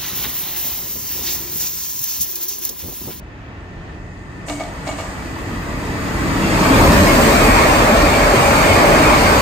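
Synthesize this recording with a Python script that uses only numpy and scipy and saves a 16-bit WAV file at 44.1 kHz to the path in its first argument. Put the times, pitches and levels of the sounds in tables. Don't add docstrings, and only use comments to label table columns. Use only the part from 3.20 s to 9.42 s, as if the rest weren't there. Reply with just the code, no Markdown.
import sys
import numpy as np
from scipy import signal
from scipy.fft import rfft, irfft, next_fast_len
from scipy.io import wavfile
from scipy.ndimage import uniform_filter1d

SR = 44100
rng = np.random.default_rng(int(sys.argv[2]) if len(sys.argv) > 2 else 0)


def output_pcm(signal):
    pcm = np.clip(np.atleast_2d(signal).T, -1, 1) * 32767
    wavfile.write(sys.argv[1], SR, np.round(pcm).astype(np.int16))


N = 274107
T = np.arange(N) / SR
SIZE = next_fast_len(N)
HZ = np.maximum(np.arange(SIZE // 2 + 1) * SR / SIZE, 1)


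def undb(db):
    return 10 ** (np.asarray(db) / 20)


def over_hz(table):
    hz, value = np.transpose(table)
    return np.interp(np.log(HZ), np.log(hz), value)


def unit(x):
    return x / np.sqrt(np.mean(x ** 2))


def walk(rate):
    hold = int(SR / rate)
    steps = np.repeat(rng.standard_normal(N // hold + 1), hold)
    return 0.63 * uniform_filter1d(uniform_filter1d(steps, hold), hold)[:N]


def bell(hz, width_hz):
    return 1 / np.sqrt(1 + ((HZ - hz ** 2 / HZ) / width_hz) ** 2)


def swell(at, width_s):
    return np.exp(-.5 * ((T - np.asarray(at)[:, None]) / width_s) ** 2)


def narrow(hz, width_hz, alike):
    noise = rng.standard_normal((3, len(HZ))) + 1j * rng.standard_normal((3, len(HZ)))
    spectrum = (alike * noise[0] + noise[1:]) * bell(hz, width_hz) ** 2
    return unit(irfft(spectrum, SIZE)[:, :N])


def ringing(table, t):
    return np.array([undb(db) * np.exp(-np.log(1000) * t / t60) * np.sin(2 * np.pi * hz * t)
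                     for hz, db, t60 in table])


# time in seconds, lag in ms (minus: left comes first).
BEARING = [(0, 0.25), (3.6, 0.29), (3.95, -0.5), (6.22, -0.46)]
# pitch in Hz, shared part from 0 to 1.
ALIKE = [(60, 1), (130, 0.94), (290, 0.84), (640, 0.72), (1400, 0.039), (3000, 0.34), (15000, 0.024)]
# pitch in Hz, left minus right in dB.
LEAN = [(60, 0), (125, -1.7), (250, 0), (500, 1.7), (2000, .9), (4000, -1.5), (8000, 0)]


def bands(gain, swell_db, flicker_db, order):
    alike = np.clip(over_hz(ALIKE), 0, 1)
    lean = undb(np.outer([.5, -.5], over_hz(LEAN)))
    common, *own = (rfft(rng.standard_normal(SIZE)) for _ in range(3))
    mixed = (common * np.sqrt(alike) + own * np.sqrt(1 - alike)) * lean
    lag = np.interp(T, *np.transpose(BEARING)) * SR / 1000
    drift = walk(2.9)
    for octave in np.arange(4, 14.1, 1 / order):
        cut = gain * np.cos(np.pi / 2 * np.clip(order * (np.log2(HZ) - octave), -1, 1))
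        sound = irfft(mixed * cut, SIZE)[:, :N]
        reach = np.clip(2 ** octave / 1800, .4, 1)
        sound[0] = np.interp(np.arange(N) - reach * lag, np.arange(N), sound[0])
        drift = .8 * drift + .6 * walk(5)
        yield 2 ** octave, undb(swell_db * drift + flicker_db * walk(18)) * sound


# pitch in Hz, relative level in dB per Hz.
FAR_COLOUR = [(20, -21), (40, 3), (95, -3.5), (130, -12), (220, -16), (450, -13.5), (1000, -15.5),
              (1500, -18.5), (1850, -19), (2300, -22), (3200, -29.5), (5600, -40), (6800, -44), (9000, -75),
              (15000, -57)]
# pitch in Hz, width in Hz, starting level in dB, growth in dB per second.
FAR_HUM = [(1814, 82, -57, 4.5), (1958, 150, -56.5, 7), (2580, 82, -63, 5), (6640, 300, -72, 7)]
FAR_DB = -37.5
WHINE_HZ, WHINE_DB, WHINE_GROWTH_DB = 1790, -55.5, 4.5


def far_train():
    growing_s = np.minimum(T, 3)
    colour = undb(over_hz(FAR_COLOUR))
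    roll = sum(sound for _, sound in bands(colour, swell_db=4.5, flicker_db=0.6, order=1))
    hums = 0
    for hz, width, db, growth_db in FAR_HUM:
        level_db = db + growth_db * growing_s + 0.34 * walk(5.5)
        hums = hums + undb(level_db) * narrow(hz, width, alike=0.24)
    whine = np.sin(2 * np.pi * np.cumsum(WHINE_HZ * (1 + 0.0022 * walk(12))) / SR)
    whine *= undb(WHINE_DB + WHINE_GROWTH_DB * growing_s + 2.3 * walk(7.1))
    return undb(FAR_DB) * unit(roll) + hums + whine


PART_HZ = [75, 140, 420, 1500, 2900, 10000]
# pitch in Hz, relative level in dB per Hz.
ROLLING = [(20, -54), (40, -27.5), (100, -37.5), (175, -34), (270, -32.5), (450, -35), (800, -36.5),
           (1250, -37), (1600, -40.5), (2620, -47.5), (2820, -48.5), (3400, -56.5), (4600, -56),
           (5600, -60.5), (8500, -58.5), (13000, -75.5), (15500, -79.5)]
# pitch in Hz, width in Hz, lift in dB.
TRACK_RING = [(94, 8.3, 2), (239.5, 27, 2), (800, 9.9, -2), (1078, 210, 3.5)]
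# time in seconds, then dB for deep ground, rumble, track noise and rushing air,
# all relative to the basic level alongside.
NEARING = [(0, -35, -25.5, -42.5, -69), (1.2, -28, -21.5, -29, -39), (1.55, -17, -19.5, -20.5, -21),
           (1.9, -16, -17.5, -18, -19), (2.25, -10, -11.5, -18.5, -13), (2.601, -14, -11.5, -15, -9),
           (2.95, -3, -6, -11, -2), (3.3, -1, -0.5, -4, 5.5), (3.57, 4, 0, 1.5, 17)]
# time in seconds, wheel ring in dB,
# seconds until the rail answers, rail ring in dB, rumble change in dB, hiss change in dB.
BOGIES = [(3.398, -40, 0.18, -48, -4.5, 0.5), (3.902, -37, 0.16, -33.5, 1.9, 2.5),
          (4.36, -23, 0.27, -31, 2.5, 2.5), (4.93, -28, 0.17, -32, 2, -2.1),
          (5.46, -23.5, 0.18, -27.5, 1.5, 0.3), (5.88, -29, 0.15, -43.5, 4.5, 1.5)]
# basic level in dB,
# share of the approach, lift at the nose in dB, seconds for that lift to grow, seconds for it to settle,
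# share of a coupling's rumble, share of its hiss.
PARTS = [(-26, 0.58, 4.5, 0.21, 0.37, 0.51, 0.032), (-24.5, 0.68, 7.5, 0.44, 0.29, 0.31, 0),
         (-23, 0.99, 9.5, 0.2, 0.26, 1, 0.34), (-16.5, 0.93, 4, 0.19, 0.059, 0.37, 0.1),
         (-22, 1.01, -1.5, .25, 0.9, 0, 0.32), (-26, 0.99, -0.5, .25, 1, 0, 0.44),
         (-44, 0.65, 1.5, .25, 0.27, 0, 0.86)]
NOSE_S = 3.61
COUPLING_S = 0.28


def near_train():
    s, deep_db, low_db, track_db, air_db = np.transpose(NEARING)
    approaches = (deep_db, low_db, low_db, track_db, track_db, track_db, air_db)
    at, *_, rumble_db, hiss_db = np.transpose(BOGIES)
    humps = swell(at, COUPLING_S)
    lift_db = sum(db * bell(hz, width) ** 2 for hz, width, db in TRACK_RING)
    colour = undb(over_hz(ROLLING) + lift_db)
    parts = np.zeros((len(PARTS), 2, N))
    for hz, sound in bands(colour, swell_db=0.2, flicker_db=1.0, order=2):
        parts[np.searchsorted(PART_HZ, hz)] += sound
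    out = 0
    for part, approach_db, row in zip(parts, approaches, PARTS):
        db, share, nose_db, rise_s, settle_s, low, high = row
        nose = np.exp(np.minimum((T - NOSE_S) / rise_s, (NOSE_S - T) / settle_s))
        level_db = db + share * np.interp(T, s, approach_db) + nose_db * nose
        level_db = level_db + (low * rumble_db + high * hiss_db) @ humps
        out = out + undb(level_db) * unit(part)
    return out


# pitch in Hz, width in Hz, level in dB before the rumble's approach is added.
DRONE = [(183, 46, -23), (274, 63, -23.5), (327, 45, -28)]
DRONE_END_S, DRONE_FADE_S = 4.06, 0.098


def drone():
    s, _, low_db, *_ = np.transpose(NEARING)
    size = undb(np.interp(T, s, low_db)) / (1 + np.exp((T - DRONE_END_S) / DRONE_FADE_S))
    return size * sum(undb(db + 2.2 * walk(8.98)) * narrow(hz, width, alike=2.3) for hz, width, db in DRONE)


# start in seconds, seconds until the wheel lands, leaving blow in dB relative
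# to the landing, then levels in dB for the clank, its treble (relative), the steel hiss before its filter, the grit.
AXLES = [(1.283, 0.016, -6.5, -23, 0.5, -21, -35), (1.397, 0.009, -7, -22.5, -6, -34, -38),
         (1.670, 0.019, -3, -22, -0.5, -25, -36), (1.785, 0.012, -1, -25.5, -4, -27, -37)]
# pitch in Hz, relative level in dB, seconds to fade by 60 dB.
JOINT = [(292, -5, 0.18), (480, -9, 0.05), (650, 2, 0.05), (700, 3, 0.045), (780, -1, 0.05),
         (886, -5, 0.04), (1200, -3, 0.04), (1610, -6, 0.015), (2235, -6, 0.06), (2850, -9, 0.04),
         (4040, -10, 0.02), (4600, -11, 0.02), (7040, -14, 0.07), (7800, -13, 0.036)]
TREBLE_HZ, BLOW_S = 2500, .004
ROOF_DB, ROOF_S, ROOF_LAG_S = -30, 0.045, 0.018
GRIT_LEAD_S, GRIT_RISE_S, GRIT_FADE_S = 0.01, 0.0058, 0.064
STEEL_LEAD_S, STEEL_T60_S = 0.022, 0.62


def band_noise(hz, length):
    sos = signal.butter(2, hz, "band", fs=SR, output="sos")
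    return signal.sosfilt(sos, rng.standard_normal((2, length)))


def joint():
    out, t = np.zeros((2, N)), T[:SR // 2]
    modes = ringing(JOINT, t) * (1 - np.exp(-t / BLOW_S))
    high = np.transpose(JOINT)[0] > TREBLE_HZ
    for at, drop, leave_db, clank_db, treble_db, steel_db, grit_db in AXLES:
        ring = undb(1.0 * rng.standard_normal(len(modes)) + treble_db * high) @ modes
        late = np.maximum(t - drop, 0)
        noise = rng.standard_normal((3, len(t)))
        roof = undb(ROOF_DB) * (1 - np.exp(-t / ROOF_LAG_S)) ** 2 * np.exp(-late / ROOF_S)
        push = roof * (noise[0] + .5 * noise[1:])
        push[:, 0] += undb(leave_db)
        push[:, int(drop * SR)] += 1
        clank = signal.fftconvolve(push, ring[None], axes=1)[:, :len(t)]
        clank *= undb(clank_db) / np.sqrt(np.max(uniform_filter1d(ring ** 2, SR // 50)))
        grit = undb(grit_db) * unit(band_noise([1000, 5350], len(t)))
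        grit *= (1 - np.exp(-t / GRIT_RISE_S)) ** 2 * np.exp(-late / GRIT_FADE_S)
        grit *= undb(4 * np.repeat(rng.standard_normal(len(t) // 100 + 1), 100)[:len(t)])
        hiss = undb(steel_db) * band_noise([6300, 9200], len(t))
        hiss *= (1 - np.exp(-t / 0.028)) * np.exp(-np.log(1000) * t / STEEL_T60_S)
        for start, sound in ((at, clank), (at - GRIT_LEAD_S, grit), (at - STEEL_LEAD_S, hiss)):
            i = int(start * SR)
            out[:, i:i + len(t)] += sound
    return out


# pitch in Hz, width in Hz, relative level in dB.
RAIL_RING = [(561, 47, -2), (626, 95, -1), (780, 150, -7)]
# pitch in Hz, width in Hz, relative level in dB.
WHEEL_RING = [(1847, 140, -8.5), (2173, 100, -4.5), (2324, 130, -4.5), (2462, 130, -6.5)]
BOGIE_S, RING_WANDER_DB = 0.12, 1.6
RAIL_BETWEEN_DB, WHEEL_BETWEEN_DB = -24, -34


def bogies():
    at, wheel_db, lag, rail_db, *_ = np.transpose(BOGIES)
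    arrive = np.clip((T - NOSE_S) / 0.44 + 1, 0, 1) ** 2
    lean = undb([[.7], [-.7]])
    rail = (at + lag, rail_db, RAIL_BETWEEN_DB, RAIL_RING)
    wheel = (at, wheel_db, WHEEL_BETWEEN_DB, WHEEL_RING)
    out = 0
    for s, db, between_db, rings in (rail, wheel):
        size = arrive * undb(between_db) + undb(db) @ swell(s, BOGIE_S)
        for hz, width, ring_db in rings:
            wander = undb(ring_db + RING_WANDER_DB * walk(16))
            out = out + lean * size * wander * narrow(hz, width, alike=1.0)
    return out


# start in seconds, pitch of the thud in Hz, peak of the thud in dB,
# peak of the clack in dB.
LUMPS = [(3.405, 190, -12, -22), (3.505, 270, -7, -20), (3.572, 250, -16, -13), (3.605, 76, -12, -22),
         (3.648, 300, -8, -14), (3.70, 187, -8, -20), (3.79, 87, -7, -22), (3.81, 200, -10, -20),
         (3.978, 255, -9, -13), (4.28, 244, -8, -16), (4.285, 88, -14, -22), (4.598, 300, -17, -11),
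         (4.69, 230, -14, -9), (4.722, 229, -10, -20), (4.83, 295, -10, -19), (5.055, 250, -18, -8),
         (5.134, 395, -9, -13), (5.50, 91, -12, -20), (5.57, 250, -17, -11), (5.629, 300, -15, -6),
         (5.692, 280, -14, -7), (5.80, 299, -10, -18), (6.04, 90, -15, -10), (6.155, 278, -12, -18)]
# pitch in Hz, relative level in dB, seconds to fade by 60 dB.
CLACK = [(590, 2, 0.09), (650, 1, 0.06), (780, -8, .04), (1080, -3, .03), (2200, -12, .012)]
LUMP_S, THUD_CYCLES = 0.004, 22


def lumps():
    out, t = np.zeros((2, N + SR)), T[:SR // 4]
    rise = (1 - np.exp(-t / LUMP_S)) ** 2
    for at, hz, thud_db, clack_db in LUMPS:
        thud = rise * ringing([(hz, 0, THUD_CYCLES / hz)], t)[0]
        clack = rise * (undb(2 * rng.standard_normal((2, len(CLACK)))) @ ringing(CLACK, t))
        i = int(at * SR)
        out[:, i:i + len(t)] += undb(thud_db) * thud / np.max(np.abs(thud))
        out[:, i:i + len(t)] += undb(clack_db) * clack / np.max(np.abs(clack))
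    return out[:, :N]


# middle in seconds, pitch in Hz, level in dB.
TONES = [(3.898, 2207, -19), (4.309, 2314, -19), (4.42, 2170, -20), (4.746, 1750, -22), (5.042, 2230, -23),
         (5.516, 2207, -20), (5.87, 2475, -21)]
TONE_S, TONE_WAVER_HZ = .02, 60


def wavering_tones():
    out = np.zeros((2, N))
    sizes = swell(np.transpose(TONES)[0], TONE_S)
    for (at, hz, db), size in zip(TONES, sizes):
        near = slice(int((at - .1) * SR), int((at + .1) * SR))
        waver = TONE_WAVER_HZ * walk(40)[near]
        phase = 2 * np.pi * np.cumsum(hz + waver) / SR + rng.uniform(0, 1.7, (2, 1))
        out[:, near] += undb(db) * size[near] * np.sin(phase)
    return out


PATCH_DB, PATCH_FROM_HZ = 3.2, 600


def patchy(x):
    hz, _, cells = signal.stft(x, SR, nperseg=1024, boundary="even")
    chance = uniform_filter1d(rng.standard_normal(cells.shape[1:]), size=5, axis=1)
    depth_db = PATCH_DB * np.clip(hz / PATCH_FROM_HZ - .5, 0, 1)[:, None]
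    steady_db = depth_db ** 2 * np.log(10) / 20
    grainy = cells * undb(depth_db * unit(chance) - steady_db)
    return signal.istft(grainy, SR, nperseg=1024)[1][:, :N]


def scene():
    roar = patchy(near_train() + bogies())
    return far_train() + roar + drone() + joint() + lumps() + wavering_tones()


# pitch in Hz, gain in dB.
SUM = [(8800, 0.5), (9550, -5.5), (9750, -25), (10000, -85), (10350, -84), (11000, -24), (11600, -3.5),
       (11800, 4), (15100, 6.5), (15250, -9)]
# pitch in Hz, gain in dB.
DIFFERENCE = [(5800, 0.5), (7000, -1.5), (7500, -34), (8000, -20), (8500, -2.5), (12300, 6), (12500, -16),
              (13000, -16), (13150, -59), (14400, -55), (14600, -14), (15200, 4)]
TOP_HZ = 15750


def record(dry):
    loud = np.tanh(1.05 * dry) / 1.05
    total = irfft(rfft(loud[0] + loud[1], SIZE) * undb(over_hz(SUM)), SIZE)[:N]
    difference = irfft(rfft(loud[0] - loud[1], SIZE) * undb(over_hz(DIFFERENCE)), SIZE)[:N]
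    both = np.array([total + difference, total - difference]) / 2
    return signal.sosfilt(signal.ellip(12, .2, 75, TOP_HZ, fs=SR, output="sos"), both)


dry = scene()
out = record(dry)
output_pcm(out)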